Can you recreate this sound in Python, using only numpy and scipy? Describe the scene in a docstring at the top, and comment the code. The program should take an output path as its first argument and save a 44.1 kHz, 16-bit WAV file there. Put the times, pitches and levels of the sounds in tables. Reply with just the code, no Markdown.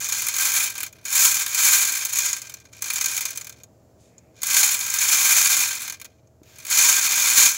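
"""A quiet room: on a bed, close to the microphone, a toy bingo cage of small plastic balls is cranked in bursts.
The heap catches and slips; every collision is a noise crack with ringing ball modes, filtered by the cage ribs.
Single balls drop clear of the heap, also as the cage stops. The axle rubs and the frame bumps once.
A short dull room tail follows; shaped noise and sines make the room air and a faint hum."""
import sys
import numpy as np
from scipy import signal
from scipy.fft import rfft, irfft
from scipy.io import wavfile
from scipy.ndimage import uniform_filter1d

SR = 44100
rng = np.random.default_rng(int(sys.argv[2]) if len(sys.argv) > 2 else 0)


def wav_record(signal):
    """Record a signal, one row per channel, as 16-bit PCM in the file named by sys.argv[1]."""
    frames = np.transpose(np.atleast_2d(signal))
    bounded = np.clip(frames, -1, 1)
    # unit amplitude maps onto the largest positive 16-bit level
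    quanta = np.round(bounded * 32767).astype(np.int16)
    wavfile.write(sys.argv[1], SR, quanta)


N = 334187
TIME = np.arange(N) / SR

# Single balls heard apart from the heap, from hard clacks to faint settling ticks.
# Each row: time in seconds, level in dB before the drop trim,
# cage and contact tick in dB relative to the ball, before their trims.
SINGLE_BALLS = [(0.0429, -17, -18, -21), (0.0873, -21, -16, -8), (0.1223, -10.5, -13, -13),
                (0.2204, -19.5, -7, -5), (0.2673, -16, -9.5, -7), (0.2846, -15.5, -8.5, -5),
                (0.3388, -18, -10, -11), (0.364, -13, -12, -10), (0.384, -15, -16, -12),
                (0.7008, -29, -11, -3), (0.753, -28, -4, -6), (0.7796, -22.5, -6.5, -7),
                (0.8047, -25.5, -2, -0.5), (0.831, -24, -2.5, 1), (0.8644, -27.5, -10, -8),
                (0.927, -35, -11, -13), (1.052, -18, -13, -16), (1.103, -26, -24, -10),
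                (1.1267, -14.5, -12, -10), (1.463, -17.5, -5.5, -7), (1.546, -14.5, -10.5, -7),
                (2.0499, -14, -18, -7.5), (2.1863, -8.5, -16, -10.5), (2.33, -8.5, -17.5, -19),
                (2.3652, -22, -12, -13), (2.4173, -22.5, -16, -16), (2.4699, -29.5, -13, -22),
                (2.496, -30.5, -9.5, -9), (2.5396, -24, -14, -14), (2.5687, -38, -10, -18),
                (2.6004, -40, -13, -18), (2.6528, -39, -7, -21), (2.7314, -35, -10, -18),
                (2.8216, -14.5, -14, -11), (2.8423, -19.5, -12, -15), (2.9016, -15, -4.5, -9),
                (2.9347, -18, -12, -5), (2.958, -13, -14, -16), (3.0105, -11, -12.5, -14),
                (3.042, -11, -14, -16), (3.0583, -9, -14, -13), (3.166, -14.5, -16, -11),
                (3.1766, -13.5, -9, -9), (3.2077, -17.5, -9, -7), (3.253, -13.5, -13, -12),
                (3.3054, -24, -14, -9), (3.358, -28, -16, -8), (3.3738, -18, -13, -10.5),
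                (3.411, -23.5, -13, -14), (3.4451, -29, -12, -12), (3.469, -29, -7, -8),
                (3.4947, -28, -12, -11), (3.5245, -36, -10.5, -15), (3.6, -51.5, -0.5, -16),
                (3.6342, -31.5, -17, -17), (4.1807, -36, -25, -33), (4.4182, -22, -14, -13),
                (4.4317, -13.5, -11.5, -7.5), (4.468, -16, -16, -7), (4.5663, -7, -6, -5.5),
                (4.6303, -5, -9, -14), (4.9006, -15, -22, -10.5), (4.9392, -10.5, -13, -13),
                (4.9868, -9, -32, -18), (5.8187, -24.5, -6, -5), (5.8781, -22, -7.5, -10),
                (5.898, -18.5, -13, -15), (5.9226, -25, -10, -12), (5.94, -35, -6, -19),
                (5.9983, -33.5, -9, -12), (6.0146, -29.5, -5, -8), (6.0451, -31, -10, -10),
                (6.0527, -31.5, -8.5, -14.5), (6.2721, -53, -18, -28.5), (6.4325, -45.5, -8.5, -16),
                (6.5578, -38.5, -10, -15), (6.5842, -35, -8, -8), (6.6503, -25.5, -8, -8),
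                (6.667, -26, -10, -7), (6.7014, -22, -10, -3), (7.4574, -2.5, -13, -20)]


def undb(db):
    """Decibels to gain."""
    return 10 ** (np.asarray(db) / 20)


def unit(x):
    """Scale to energy one."""
    return x / np.sqrt(np.sum(x ** 2))


def band(x, lo_hz, hi_hz, order=4):
    """Causal band-pass."""
    sos = signal.butter(order, [lo_hz, min(hi_hz, SR / 2 - 1)], "band", fs=SR, output="sos")
    return signal.sosfilt(sos, x)


def colour(points, hz):
    """A (Hz, dB) spectrum read on a log-frequency axis."""
    point_hz, db = np.transpose(points)
    return np.interp(np.log(hz + 1), np.log(point_hz), db)


def fade(t60_s, size):
    """Exponential decay, 60 dB in t60_s."""
    return np.exp(-np.log(1000) * TIME[:size] / t60_s)


def burst(t60_s, size):
    """Decaying noise of energy one: many tiny reflections."""
    return unit(rng.standard_normal(size) * fade(t60_s, size))


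def add(out, start, sound):
    """Mix a sound in from a given sample."""
    piece = out[max(start, 0):][:len(sound)]
    piece += sound[:len(piece)]


def swell(start_s, rise_s, hold_s, fall_db_per_s):
    """A smooth rise, a hold and an even fall; dB through time, 0 at the top."""
    risen = np.sin(np.pi / 2 * np.clip((TIME - start_s) / max(rise_s, .005), 0, 1)) ** 2
    falling_s = np.maximum(TIME - start_s - rise_s - hold_s, 0)
    return 20 * np.log10(risen + 1e-9) - np.minimum(fall_db_per_s * falling_s, 200)


def part_gains(db, cage_db, tick_db):
    """Gains of cage, ball and contact; cage and tick are relative to the ball."""
    return undb([db + cage_db, db, db + tick_db])


def heap(creep_db=-95, stop_db_per_s=604, slow_cage_db_per_db=0.1435, slow_tick_db_per_db=0.11):
    """Slides add in power, each until the heap locks; ball, relative cage and relative tick dB through time."""
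    # Slides of the heap: loud ones as the crank is pushed, faint ones as the balls creep and settle.
    # Each row: start in seconds, rise in seconds, hold in seconds,
    # settling in dB per second, length until the heap locks in seconds, ball ring in dB,
    # cage and contact tick in dB relative to the ball at full speed.
    slides = [(-0.2, 0.4, 0.00063, 47, 0.55, -26, -4.5, -4), (0.288, 0.16, 0.19, 183, 0.52, -23.5, -2, 0.5),
              (0.696, 0.078, 0.073, 120, 0.17, -37, -1, -4), (0.864, 0.071, 0.12, 28, 0.25, -65.5, 9, 2),
              (1.025, 0.21, 0.022, 68, 0.7, -16.5, -5, -0.4),
              (1.457, 0.22, 0.073, 40, 1.08, -17.5, -4, -0.5),
              (2.082, 0.093, 0.12, 138, 0.3, -25.5, -6, -4.5), (2.407, 0.05, 0.029, 70, 0.28, -52.5, 2, -3),
              (2.705, 0.027, 0.032, 63.5, 0.13, -50.5, 0, -7.5),
              (2.77, 0.19, 0.22, 80, 0.84, -28.5, -3, -3), (4.332, 0.06, 0.03, 60, 0.13, -53, -0.5, -7.5),
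              (4.395, 0.19, 0.061, 58, 0.5, -17, -4, -0.5), (4.765, 0.46, 0.34, 61.5, 1.17, -19, -3, -1),
              (5.917, 0.03, 0.079, 103, 0.35, -64, 5, -5), (6.51, 0.12, 0.08, 40, 0.21, -50, 1.5, -2),
              (6.636, 0.19, 0.026, 36.5, 0.7, -14.5, -4.5, -3),
              (7.062, 0.24, 0.072, 53, 0.41, -17, -3, -1.5), (7.35, 0.056, 0.046, 156, 0.3, -14, -6, -3.5)]
    power = undb(creep_db) ** 2  # the faintest stir
    for start_s, rise_s, hold_s, fall_db_per_s, length_s, db, cage_db, tick_db in slides:
        speed_db = swell(start_s, rise_s, hold_s, fall_db_per_s)
        locked_db = -np.clip(stop_db_per_s * (TIME - start_s - length_s), 0, 200)
        # a slow slide gives more rib and less tick
        slow_cage_db = cage_db - slow_cage_db_per_db * speed_db
        slow_tick_db = tick_db + slow_tick_db_per_db * speed_db
        power = power + part_gains(db + speed_db + locked_db, slow_cage_db, slow_tick_db) ** 2
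    cage_db, ball_db, tick_db = 10 * np.log10(power)
    return np.array([ball_db, cage_db - ball_db, tick_db - ball_db])


def catching(catches_per_s=55, catch_db=2.0, surges_per_s=12, surge_db=0.61):
    """The heap never flows evenly: it moves in small clusters and wider surges; dB through time."""
    def wander(points_per_s):
        """Straight lines between random levels."""
        return np.interp(TIME * points_per_s, np.arange(2048), rng.standard_normal(2048))
    return catch_db * wander(catches_per_s) + surge_db * wander(surges_per_s)


def stalls(falls, stall_db=-4.0, stall_s=0.022):
    """The heap catches for a moment before each ball breaks loose; dB through time."""
    depth = np.zeros(N)
    ramp = np.linspace(0, 1, int(stall_s * SR)) ** .5
    for fall_s, *_ in falls:
        add(depth, int(fall_s * SR) - len(ramp), ramp)
    return stall_db * np.minimum(depth, 1)


def cage_response(liveliness=1.164, size=8192):
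    """Causal, minimum-phase ring of the filled cage, shared by all collisions."""
    # Broad colour of plastic on plastic. Each row: frequency in Hz, level in dB.
    plastic = [(40, -61), (170, -27), (300, -15), (420, -22.5), (650, -16.5), (1000, -5.5), (1400, -3.5),
               (1800, -5), (2750, -6), (4800, -3), (5700, 6), (7200, 10), (8900, -7), (11500, -2),
               (15500, 4)]
    # Ribs and packed heap. Each row: frequency in Hz, width in Hz, lift in dB before liveliness.
    resonances = [(1572, 50, 9), (1655, 50, 3.5), (2080, 90, 6.5), (2285, 110, 8.5), (2390, 80, 9),
                  (2475, 90, 10), (3120, 90, 5), (3560, 200, 3.5), (3695, 60, 4.5), (4190, 100, 6),
                  (4370, 200, 3.5), (4530, 60, 3), (5250, 120, 2), (6105, 70, 4), (6230, 80, 6),
                  (6615, 70, 5), (6735, 130, 6), (7120, 200, 3), (7550, 110, 5), (8030, 110, 4),
                  (9910, 350, 7), (10890, 110, 4), (13230, 400, 3), (14590, 80, 4), (15620, 250, 3)]
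    hz = np.arange(size // 2 + 1) * SR / size
    lift_db = sum(lift / (1 + (2 * (hz - f) / width) ** 2) for f, width, lift in resonances)
    db = colour(plastic, hz) + liveliness * lift_db
    # folding the cepstrum puts the energy as early as possible
    cepstrum = irfft(np.log(undb(db)))
    cepstrum[1:size // 2] *= 2
    cepstrum[size // 2 + 1:] = 0
    return irfft(np.exp(rfft(cepstrum)))[:size // 2]


def collision(cage, crack_t60_s, jostle_t60_s, jostle_db, ball_spread,
              build_s=0.012, press_s=0.00021, echo_db=-9, size=3072):
    """One contact: crack, jostle of the neighbours and the ball's modes; a unit waveform for each part."""
    # Modes of one ball. Each row: frequency in Hz before the spread, t60 in seconds, level in dB.
    ball_modes = [(6477, 0.026, -2.5), (9980, 0.0094, -7), (12400, 0.015, -22.5)]
    # Bands of cage, ball and contact. Each row: low edge in Hz, high edge in Hz.
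    parts = [(60, 4500), (4500, 9000), (9000, 19000)]
    time = TIME[:size]
    # the blow takes a moment to spread through the neighbouring balls
    jostle = burst(jostle_t60_s, size) * (1 - np.exp(-time / build_s))
    # and loses its brightest edge on the way
    jostle = unit(band(jostle, 100, 9000, order=2))
    contact = burst(crack_t60_s, size) + undb(jostle_db) * jostle
    pitch = 1 + ball_spread * rng.standard_normal()  # no two balls are quite alike
    for hz, t60_s, db in ball_modes:
        mode = np.sin(2 * np.pi * hz * pitch * time) * fade(t60_s, size)
        contact = contact + undb(db) * unit(mode)
    contact = contact * (1 - np.exp(-time / press_s))  # plastic gives a little
    # each place in the cage has its own reflections from the stand and wall
    contact = contact + undb(echo_db) * burst(.07, size)
    ring = signal.fftconvolve(contact, cage)[:size]
    return np.array([unit(band(ring, lo_hz, hi_hz)) for lo_hz, hi_hz in parts])


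def tumble(contacts, motion, falls, slow_per_s=178.5, full_per_s=1300, full_db=-16, rate_db_per_e=16,
           scatter_db=3.5, tick_scatter_db=3):
    """Random collisions; the faster the heap slides, the denser and louder they come."""
    db, cage_db, tick_db = motion
    rate_per_s = slow_per_s + full_per_s * np.exp((db - full_db) / rate_db_per_e)
    blows = (rng.random(N) < rate_per_s / SR) * undb(scatter_db * rng.standard_normal(N))
    # the collisions of each moment share the energy that the crank feeds in
    power = uniform_filter1d(uniform_filter1d(blows ** 2, size=800), size=400)
    blows = blows / np.sqrt(np.abs(power) + 1e-9)
    which = rng.integers(len(contacts), size=N)
    # head-on blows tick harder than glancing ones
    hardness_db = tick_scatter_db * rng.standard_normal(N)
    gains = part_gains(db + stalls(falls) + catching(), cage_db, tick_db + hardness_db)
    out = np.zeros(N)
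    for i in np.flatnonzero(blows):
        add(out, i, blows[i] * gains[:, i] @ contacts[which[i]])
    return out


def slips(motion, slips_per_s=20, slip_db=19.5, slip_scatter_db=0.2, cage_db=-3, tick_db=3.0,
          colour_scatter_db=1.5, caught_s=0.035, fast_db=-18, slow_slip_db_per_db=0.353):
    """Balls that break loose at random, levels following the heap; rows like SINGLE_BALLS, without trims."""
    chance = rng.standard_normal((256, 3))
    times_s = np.cumsum(rng.gamma(3, 1 / 3, 256)) / slips_per_s
    # nothing slips while the heap is caught before one of the single balls
    lead_s = np.transpose(SINGLE_BALLS)[0] - times_s[:, None]
    free = (times_s < TIME[-1]) & ~np.any((lead_s > 0) & (lead_s < caught_s), axis=1)
    times_s, chance = times_s[free], chance[free]
    heap_levels = motion[:, (times_s * SR).astype(int)].T
    spread_db = np.array([slip_scatter_db, colour_scatter_db, colour_scatter_db])
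    levels = heap_levels + [slip_db, cage_db, tick_db] + spread_db * chance
    # the slower the heap, the more these balls stand out
    levels[:, 0] += slow_slip_db_per_db * np.clip(fast_db - heap_levels[:, 0], 0, 20)
    return np.column_stack([times_s, levels])


def drops(contacts, falls, drop_trim_db=0, cage_trim_db=0, tick_trim_db=0):
    """Balls that fall clear of the heap and land on it or on the ribs."""
    out = np.zeros(N)
    for k, (fall_s, db, cage_db, tick_db) in enumerate(falls):
        gains = part_gains(db + drop_trim_db, cage_db + cage_trim_db, tick_db + tick_trim_db)
        add(out, int(fall_s * SR), gains @ contacts[k % len(contacts)])
    return out


def crank(cage, thud_hz=330, thud_t60_s=0.02, grain_db=4, cage_share_db=-3):
    """Dry friction in the axle as grainy band noise; one dull bump of the frame as a decaying sine."""
    # The axle rubs as the hand shifts on the crank. 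Each row: start in seconds, rise in seconds,
    # hold in seconds, fading in dB per second, level in dB rms at the top, low edge in Hz, high edge in Hz.
    rubs = [(3.965, 0.054, 0.04, 131, -63, 2500, 9100), (4.0, 0.08, 0.18, 50.5, -73, 1690, 2560),
            (6.414, 0.095, 0.11, 91, -54.5, 448, 5440), (6.42, 0.067, 0.09, 90, -63, 11000, 16060)]
    grip_s, grip_db = 6.417, -36.5  # the hand takes hold of the crank
    out = np.zeros(N)
    for start_s, rise_s, hold_s, fall_db_per_s, db, low_hz, high_hz in rubs:
        grains = rng.standard_normal(N) * undb(grain_db * rng.standard_normal(N))
        rub = band(grains, low_hz, high_hz, order=2)
        ribs = signal.fftconvolve(rub, cage)[:N]  # it also stirs the ribs
        rub = unit(rub) + undb(cage_share_db) * unit(ribs)
        out += unit(rub) * np.sqrt(N) * undb(db + swell(start_s, rise_s, hold_s, fall_db_per_s))
    thud = np.sin(2 * np.pi * thud_hz * TIME) * fade(thud_t60_s, N)
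    add(out, int(grip_s * SR), undb(grip_db) * thud)
    return out


def room(x, t60_s=0.16, wet_db=-21, size=16384):
    """A short dull tail, 5 ms late, damped by bedding."""
    tail = undb(wet_db) * unit(band(burst(t60_s, size), 280, 2300, order=1))
    return x + signal.fftconvolve(x, np.r_[np.zeros(SR // 200), tail])[:N]


def background():
    """Low room air as shaped noise and a steady appliance hum as sines."""
    # Colour of the room air. Each row: frequency in Hz, relative density in dB.
    air_colour = [(20, -43), (45, -22.5), (70, -16.5), (115, -12), (160, -17), (400, -19.5), (640, -20),
                  (880, -30.5), (1700, -40.5), (3500, -48.5), (6000, -42.5), (7400, -39.5), (8300, -51),
                  (15500, -48.5)]
    # Level of the room air. Each row: time in seconds, level in dB rms.
    air_level = [(0, -56), (2.5, -58.5), (3.1, -56), (5.6, -57.5), (6.2, -59.5), (7.58, -56.5)]
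    # Appliance hum. Each row: frequency in Hz, level in dB rms.
    hum_lines = [(78, -66), (103, -66.5), (120, -63.5), (452, -78), (641, -69.5)]
    hz = np.arange(N // 2 + 1) * SR / N
    air = irfft(rfft(rng.standard_normal(N)) * undb(colour(air_colour, hz)), N)
    air = unit(air) * np.sqrt(N) * undb(np.interp(TIME, *np.transpose(air_level)))
    hum = np.zeros(N)
    for line_hz, db in hum_lines:
        hum += np.sqrt(2) * undb(db) * np.sin(2 * np.pi * (line_hz * TIME + rng.random()))
    return air + hum


def scene(count=128):
    """The cage in its room."""
    cage = cage_response()
    crowded = [collision(cage, crack_t60_s=.004, jostle_t60_s=.025, jostle_db=3.5, ball_spread=.05)
               for _ in range(count)]
    clear = [collision(cage, crack_t60_s=.006, jostle_t60_s=.024, jostle_db=1, ball_spread=.03)
             for _ in range(count)]
    motion = heap()
    loose = slips(motion)
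    balls = tumble(crowded, motion, [*SINGLE_BALLS, *loose])
    balls = balls + drops(clear[::-1], loose)
    balls = balls + drops(clear, SINGLE_BALLS, drop_trim_db=16.0, cage_trim_db=7.5, tick_trim_db=10.5)
    return (room(balls + crank(cage)) + background())[None]


def record(dry, ceiling=.78, top_hz=15750):
    """The recorder rounds the tallest peaks, then cuts the deep bass and the top."""
    rounded = band(ceiling * np.tanh(dry / ceiling), 36, 20000, order=4)
    return signal.sosfilt(signal.ellip(12, .2, 80, top_hz, fs=SR, output="sos"), rounded)


dry = scene()
out = record(dry)
wav_record(out)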